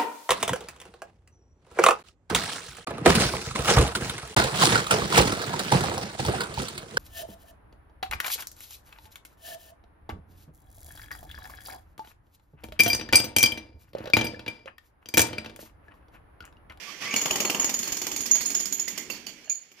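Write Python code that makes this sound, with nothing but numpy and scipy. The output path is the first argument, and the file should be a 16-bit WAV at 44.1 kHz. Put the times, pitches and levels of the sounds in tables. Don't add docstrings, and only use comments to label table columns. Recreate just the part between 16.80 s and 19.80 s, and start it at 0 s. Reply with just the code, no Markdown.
import sys
import numpy as np
from scipy import signal
from scipy.fft import rfft, irfft
from scipy.io import wavfile

SR = 44100
rng = np.random.default_rng(int(sys.argv[2]) if len(sys.argv) > 2 else 0)


def boost(x):
    u = np.asarray(x, float) / 20
    return 10 ** u


def wrap_up_sound(samples):
    columns = np.atleast_2d(samples).T
    tamed = np.clip(columns, -1, 1)
    steps = np.round(tamed * 32767).astype(np.int16)
    wavfile.write(sys.argv[1], SR, steps)


N = 132300


def rms_one(x):
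    return x / np.sqrt(np.mean(x ** 2) + 1e-20)


def in_time(rows):
    s, *columns = np.transpose(rows)
    return [np.interp(np.arange(N) / SR, s, c) for c in columns]


def at_hz(points, hz):
    table_hz, value = np.transpose(points)
    return np.interp(np.log(np.maximum(hz, 1)), np.log(table_hz), value)


def colour(x, points, share=1):
    size = x.shape[-1]
    gain = boost(share * at_hz(points, np.fft.rfftfreq(size, 1 / SR)))
    return irfft(rfft(x) * gain, size)


def drift(rate_hz):
    r = np.exp(-2 * np.pi * rate_hz / SR)
    white = rng.standard_normal(N + SR)
    return rms_one(signal.lfilter([1], [1, -2 * r, r * r], white)[SR:])


def band(x, order, low_hz, high_hz):
    return signal.sosfilt(signal.butter(order, [low_hz, high_hz], "band", fs=SR, output="sos"), x)


# f/Hz, correlation/1
PORT_LIKENESS = [(60, 1), (200, 0.94), (700, 0.9), (1500, 0.41), (5000, 0), (12000, 0.07)]


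def correlate(mid, side, alike):
    return np.sqrt(1 + alike) * mid + np.sqrt(1 - alike) * side * [[1], [-1]]


def noise(spectrum):
    hz = np.fft.rfftfreq(N, 1 / SR)
    mid, side = rfft(rng.standard_normal((2, N))) * boost(at_hz(spectrum, hz))
    alike = np.clip(at_hz(PORT_LIKENESS, hz), 0, 1)
    return rms_one(irfft(correlate(mid, side, alike), N))


def bursts(s, db, hold_s, fade_s):
    rise_s = 0.00098
    t = np.arange(SR // 4) / SR
    marks = np.zeros(N)
    marks[(s * SR).astype(int)] = boost(db)
    shape = np.exp(-np.maximum(t - hold_s, 0) / fade_s) * (1 - np.exp(-t / rise_s))
    return signal.fftconvolve(marks, shape)[:N]


# t/s, whirr level/dB, casing rumble level/dB
MOTOR = [(0, -47, -81), (.09, -46.5, -72), (.2, -48, -70), (.225, -36.5, -83), (.27, -38, -77),
         (.33, -38, -78), (.55, -42.5, -48.5), (.78, -40, -62), (.98, -44.5, -54.5), (1.7, -48, -53.5),
         (1.95, -50.5, -56.5), (2.4, -51.5, -58), (2.62, -58, -71.5), (2.85, -61.5, -88.5),
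         (2.94, -68, -78), (3, -54, -87)]
# f/Hz, density level/dB per Hz
WHIRR = [(250, 2), (500, 1), (1150, -4.5), (2300, 7.5), (3800, 0.5), (5700, 3), (8500, -15), (14000, -18.5)]
# f/Hz, density level/dB per Hz
RUMBLE = [(90, -14), (190, -1.5), (330, 0), (450, -10), (650, -33.5), (1200, -31)]
# t/s, gear f/Hz, gear level/dB, casing ring level/dB
SPIN_UP = [
    (.04, 2300, -62, -66),
    (.1, 2350, -50, -47),
    (.2, 1750, -64, -66),
    (.225, 1850, -46, -44),
    (.27, 2000, -40, -46),
    (.3, 2300, -34, -43),
    (.345, 2450, -34, -50),
    (.37, 2500, -99, -99),
]


def motor():
    whirr_gain_db, rumble_gain_db, grit_db = 2, 6.5, 2
    whine_width_hz, casing_hz = 40, 1150
    whirr_db, rumble_db = in_time(MOTOR)
    whirr = noise(WHIRR) * boost(whirr_db + whirr_gain_db + grit_db * drift(18))
    rumble_level = boost(rumble_db + rumble_gain_db + grit_db * drift(30))
    rumble = noise(RUMBLE + [(2500, -42)]) * rumble_level
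    mesh_hz, gear_db, casing_db = in_time(SPIN_UP)
    gear_phase = 2 * np.pi * np.cumsum(mesh_hz + 2 * whine_width_hz * drift(135)) / SR
    gear = (1 + drift(2 * whine_width_hz) / 2) * np.sin(gear_phase) * boost(gear_db)
    casing_tone = np.sin(2 * np.pi * casing_hz * np.arange(N) / SR)
    casing = (1 + drift(2 * whine_width_hz)) * casing_tone * boost(casing_db)
    return whirr + rumble + gear + casing


# f/Hz, T60/s
ROOM_T60 = [(200, 0.6), (1500, 0.25), (6000, 0.31), (14000, 0.18)]


def room(x):
    level_db, delay_s = 1, 0.0058
    t = np.arange(SR * 3 // 4) / SR
    white, tail = rng.standard_normal((2, len(t))), 0
    edges = 40 * 2. ** np.arange(0, 9)
    for low, high in zip(edges, np.append(edges[1:], .45 * SR)):
        mid, side = band(white, 2, low, high)
        hz = np.sqrt(low * high)
        alike = np.clip(at_hz(PORT_LIKENESS, hz), 0, 1)
        t60 = at_hz(ROOM_T60, hz)
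        decay = boost(-60 * t / t60) * np.sqrt(np.log(1000) / t60 / SR)
        tail = tail + correlate(mid, side, alike) * decay
    tail = tail * np.clip(t / delay_s - 1, 0, 1)
    return boost(level_db) * signal.fftconvolve(x[None], tail, axes=1)[:, :N]


# t/s, level/dB, left minus right level/dB
PUFFS = [(0.365, -47, -5), (.512, -42.5, 3), (0.655, -51, -11), (.7, -53, 7), (0.802, -52, -17),
         (0.851, -48, -9), (1.001, -56, -12), (1.125, -50.5, -18), (1.33, -62, 5), (1.409, -50, -10),
         (1.612, -52, -8), (1.804, -56, -12), (1.86, -56, -7)]


def puffs():
    length_s, top_hz, air_db = 0.0024, 140, -62.5
    s, db, side_db = np.transpose(PUFFS)
    lumps = []
    for port in range(2):
        port_db = db + 16.5 + side_db * (.5 - port)
        lumps.append(bursts(s - length_s * port, port_db, length_s, length_s / 2))
    rumble_db = in_time(MOTOR)[1]
    air = boost(air_db + 0.61 * (rumble_db + 66.5)) * np.array([drift(300), drift(170)])
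    low_band = signal.butter(1, [24, top_hz], "band", fs=SR, output="sos")
    return signal.sosfiltfilt(low_band, np.array(lumps) * [[-1], [1]] + air)


# t/s, f/Hz, level/dB, T60/s
GLINTS = [(.309, 6600, -27, 0.06), (0.312, 2700, -27, .03), (.337, 216, -22.5, 0.051),
          (.34, 2895, -20.5, 0.042), (0.363, 2344, -13, 0.027), (.363, 6780, -14, 0.05),
          (0.368, 4380, -25, 0.082), (.418, 2370, -41, 0.066), (0.657, 4350, -28.5, 0.13),
          (.99, 5350, -63, .05), (1.04, 4350, -29, 0.074), (1.12, 3000, -38, 0.063),
          (1.315, 3240, -38, 0.042), (1.317, 4360, -42, .05), (1.362, 2220, -42, 0.044),
          (1.457, 2820, -44, .05), (1.503, 2120, -32, 0.029), (1.563, 3170, -32, 0.045),
          (1.6, 4410, -37, 0.13), (1.602, 2140, -34, 0.055), (1.651, 5320, -29, .05),
          (1.655, 4350, -37, 0.13), (1.66, 9540, -33.5, 0.13), (1.697, 2130, -38, 0.071),
          (1.705, 4350, -38, 0.13), (1.746, 5480, -27, .05), (1.797, 5350, -30, 0.044),
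          (1.856, 5620, -29, 0.039), (1.928, 12970, -35.5, 0.15), (1.995, 2070, -38, 0.032),
          (1.996, 5400, -31, 0.045), (2.077, 2030, -29.5, 0.055), (2.179, 2070, -40.5, 0.29),
          (2.3, 2693, -31.5, 0.053), (2.312, 4550, -34.5, 0.13), (2.467, 4590, -32, 0.059),
          (2.468, 2950, -37.5, 0.055), (2.645, 4330, -51.5, 0.17), (2.674, 626, -47.5, 0.054),
          (2.678, 1700, -49, .04), (2.678, 2850, -48, 0.046), (2.697, 2405, -33.5, 0.074),
          (2.697, 4270, -36, .05), (2.704, 4900, -43, 0.12), (2.704, 9470, -48, .12),
          (2.72, 4500, -53, 0.43)]


def glints():
    rough_db, wander_rad, swell_s = 4.0, .9, 0.0012
    t = np.arange(SR // 3) / SR
    out = np.zeros(N + SR)
    wander = wander_rad * np.tile(drift(79), 2)
    for s, hz, db, t60 in GLINTS:
        i = int(s * SR)
        tone = np.sin(2 * np.pi * hz * t + wander[i:i + len(t)])
        out[i:][:len(t)] += boost(db - 60 * t / t60) * np.minimum(t / swell_s, 1) * tone
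    return out[:N] * boost(rough_db * drift(150)) * [[.5], [1]]


def modes(table, s, db, spread_db, chatter_db):
    chatter_s = .022
    out, luck = np.zeros((2, N)), rng.standard_normal((len(s), len(table), 3))
    ragged = noise([(20, 0), (20000, 0)]) / np.sqrt(chatter_s * SR / 2)
    for k, (hz, level_db, t60) in enumerate(table):
        each_db = db + level_db + spread_db * luck[:, k, 0]
        force = np.roll(ragged, 997 * k, axis=1) * bursts(s, each_db + chatter_db, 0, chatter_s)
        same = np.where(luck[:, k, 2] < 2 * at_hz(PORT_LIKENESS, hz), 1, -1)
        strike = boost(each_db) * np.sign(luck[:, k, 1])
        force[:, (s * SR).astype(int)] += strike * [np.ones(len(s)), same]
        r, w = boost(-60 / (t60 * SR)), 2 * np.pi * hz / SR
        out += signal.lfilter([0, np.sin(w)], [1, -2 * r * np.cos(w), r * r], force + 1e-18)
    return out


# t/s, crack level/dB, floor thud level/dB, steel ring level/dB
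BITING = [(0.3397, -14, -28.5, -33), (0.3621, -7.5, -36.5, -19.5), (0.414, -12.5, -33.5, -23),
          (0.4574, -9.5, -27, -26), (0.5087, -10.5, -26, -24), (0.5576, -9, -29.5, -29),
          (0.6027, -6.5, -27, -26.5), (0.6503, -16, -25, -24.5), (0.6988, -9, -25.5, -47),
          (0.747, -17.5, -26.5, -28), (0.7968, -13.5, -30, -18), (0.8436, -12, -32, -21.5),
          (0.8933, -11, -34, -36), (0.9399, -12, -43, -26.5)]
# t/s, crack level/dB, floor thud level/dB, steel ring level/dB
FREE = [(0.9893, -11.5, -60, -24), (1.0302, -15, -39, -30.5), (1.075, -13.5, -40, -32),
        (1.1212, -12, -38.5, -24.5), (1.169, -13, -51, -33), (1.2164, -13, -38, -29.5),
        (1.2674, -11.5, -35, -31), (1.316, -14, -40, -26.5), (1.3625, -13.5, -42.5, -28),
        (1.406, -13.5, -45.5, -25), (1.4577, -12.5, -45, -34), (1.512, -12.5, -50.5, -23.5),
        (1.5538, -12.5, -40, -36), (1.6085, -11, -42, -30.5), (1.6572, -15, -44, -24.5),
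        (1.704, -14, -42, -29), (1.7491, -14, -43, -24), (1.7998, -14, -48, -25.5)]
# t/s, crack level/dB, floor thud level/dB, steel ring level/dB
COASTING = [(1.8567, -14, -76, -28.5), (1.924, -15.5, -50, -27), (1.996, -16, -67, -25),
            (2.0798, -14, -44.5, -26.5), (2.1772, -15, -40.5, -31), (2.3009, -17, -39, -34.5),
            (2.4661, -21.5, -48, -38.5), (2.643, -51, -61, -47), (2.658, -55, -59, -44.5),
            (2.6963, -22, -59, -24.5), (2.748, -35, -103, -73), (2.9165, -39, -57.5, -57)]
# f/Hz, density level/dB per Hz
CRACK = [(600, -22), (2900, -15), (5000, -8), (7000, -8.5), (8300, -19.5), (11000, -21), (13000, -16),
         (16000, -19)]
# f/Hz, density level/dB per Hz
SPLIT = [(90, -38), (220, 6), (450, 1.5), (1150, -2), (1600, -3.5), (2200, 6), (3000, 10), (3900, -15.5)]
# f/Hz, level/dB, T60/s
STEEL = [(6520, -11, .03), (6655, -1, .07), (6785, 0, .075), (6900, -8, .04), (7060, -12, .03)]
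# f/Hz, level/dB, T60/s
HOLDER = [(4450, -25, .04), (5400, -27, .025), (9480, -30, .045), (12650, -28, .025), (13100, -29, .03),
          (14130, -29, .05)]
# f/Hz, level/dB, T60/s
SLAB = [(253.4, -9, 0.044), (371.4, -3, 0.044), (485, -8, 0.028), (629, -7.5, 0.053), (800, -7.5, 0.025),
        (1116, 0.5, 0.011)]
# f/Hz, density level/dB per Hz
ROAR = [(120, -6), (220, -4.5), (400, -0.5), (750, -5), (1250, -3.5), (1700, -23)]


def hammer():
    s, crack_db, thud_db, ring_db = np.transpose(BITING + FREE + COASTING)
    crack_db = crack_db - 16.5
    snap = bursts(s - .0015, crack_db, 0.0022, 0.0095)
    debris = bursts(s, crack_db - 19, 0, 0.056)
    crack = noise(CRACK) * boost(2 * drift(190)) * (snap + debris)
    split = noise(SPLIT) * bursts(s - .001, thud_db + 7, 0.0014, 0.0045)
    steel = modes(STEEL, s + .001, ring_db + 1, spread_db=4.5, chatter_db=-11)
    steel = band(steel, 2, 6000, 7600)
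    holder = modes(HOLDER, s + .004, crack_db + 11, spread_db=4.0, chatter_db=0)
    slab = modes(SLAB, s - .002, thud_db - 1.5, spread_db=-0.5, chatter_db=-4.0)
    roar = noise(ROAR) * bursts(s, thud_db - 8, 0, 0.034)
    return roar + crack + split + steel + holder + slab


def ports(x, side):
    return np.array([colour(x[0], side, .5), colour(x[1], side, -.5)])


# t/s, left minus right treble level/dB
AIM = [
    (.12, -19),
    (.35, -5),
    (1, -8.5),
    (1.9, -14),
    (2.5, -15),
    (2.7, -10),
]
# f/Hz, left minus right level/dB
DIRECT_SIDE = [(400, 1.5), (1500, 2.5), (7000, 5.5), (13000, -3)]
# f/Hz, left minus right level/dB
ROOM_SIDE = [(400, 8), (5000, -2.5), (13000, 1)]


def scene():
    tool = motor() + glints() + hammer()
    tool = signal.sosfilt(signal.butter(3, 140, "high", fs=SR, output="sos"), tool)
    heard = ports(tool, DIRECT_SIDE) + ports(room(tool[1]), ROOM_SIDE)
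    aim_from_hz = 840
    bass = signal.sosfiltfilt(signal.butter(1, aim_from_hz, fs=SR, output="sos"), heard)
    aim_db, = in_time(AIM)
    return bass + (heard - bass) * boost(aim_db * [[.5], [-.5]]) + puffs()


def low_pass(x):
    return signal.sosfilt(signal.butter(12, 16470, fs=SR, output="sos"), x)


def record(dry):
    notch_hz, notch_width_hz, notch_share, top_hz = 3876, 644, 0.56, 15100
    notched = signal.lfilter(*signal.iirnotch(notch_hz, notch_hz / notch_width_hz, SR), dry)
    dipped = notch_share * notched + (1 - notch_share) * dry
    mix = signal.sosfilt(signal.cheby1(10, 1, top_hz, fs=SR, output="sos"), dipped)
    return low_pass(mix)


dry = scene()
out = record(dry)
wrap_up_sound(out)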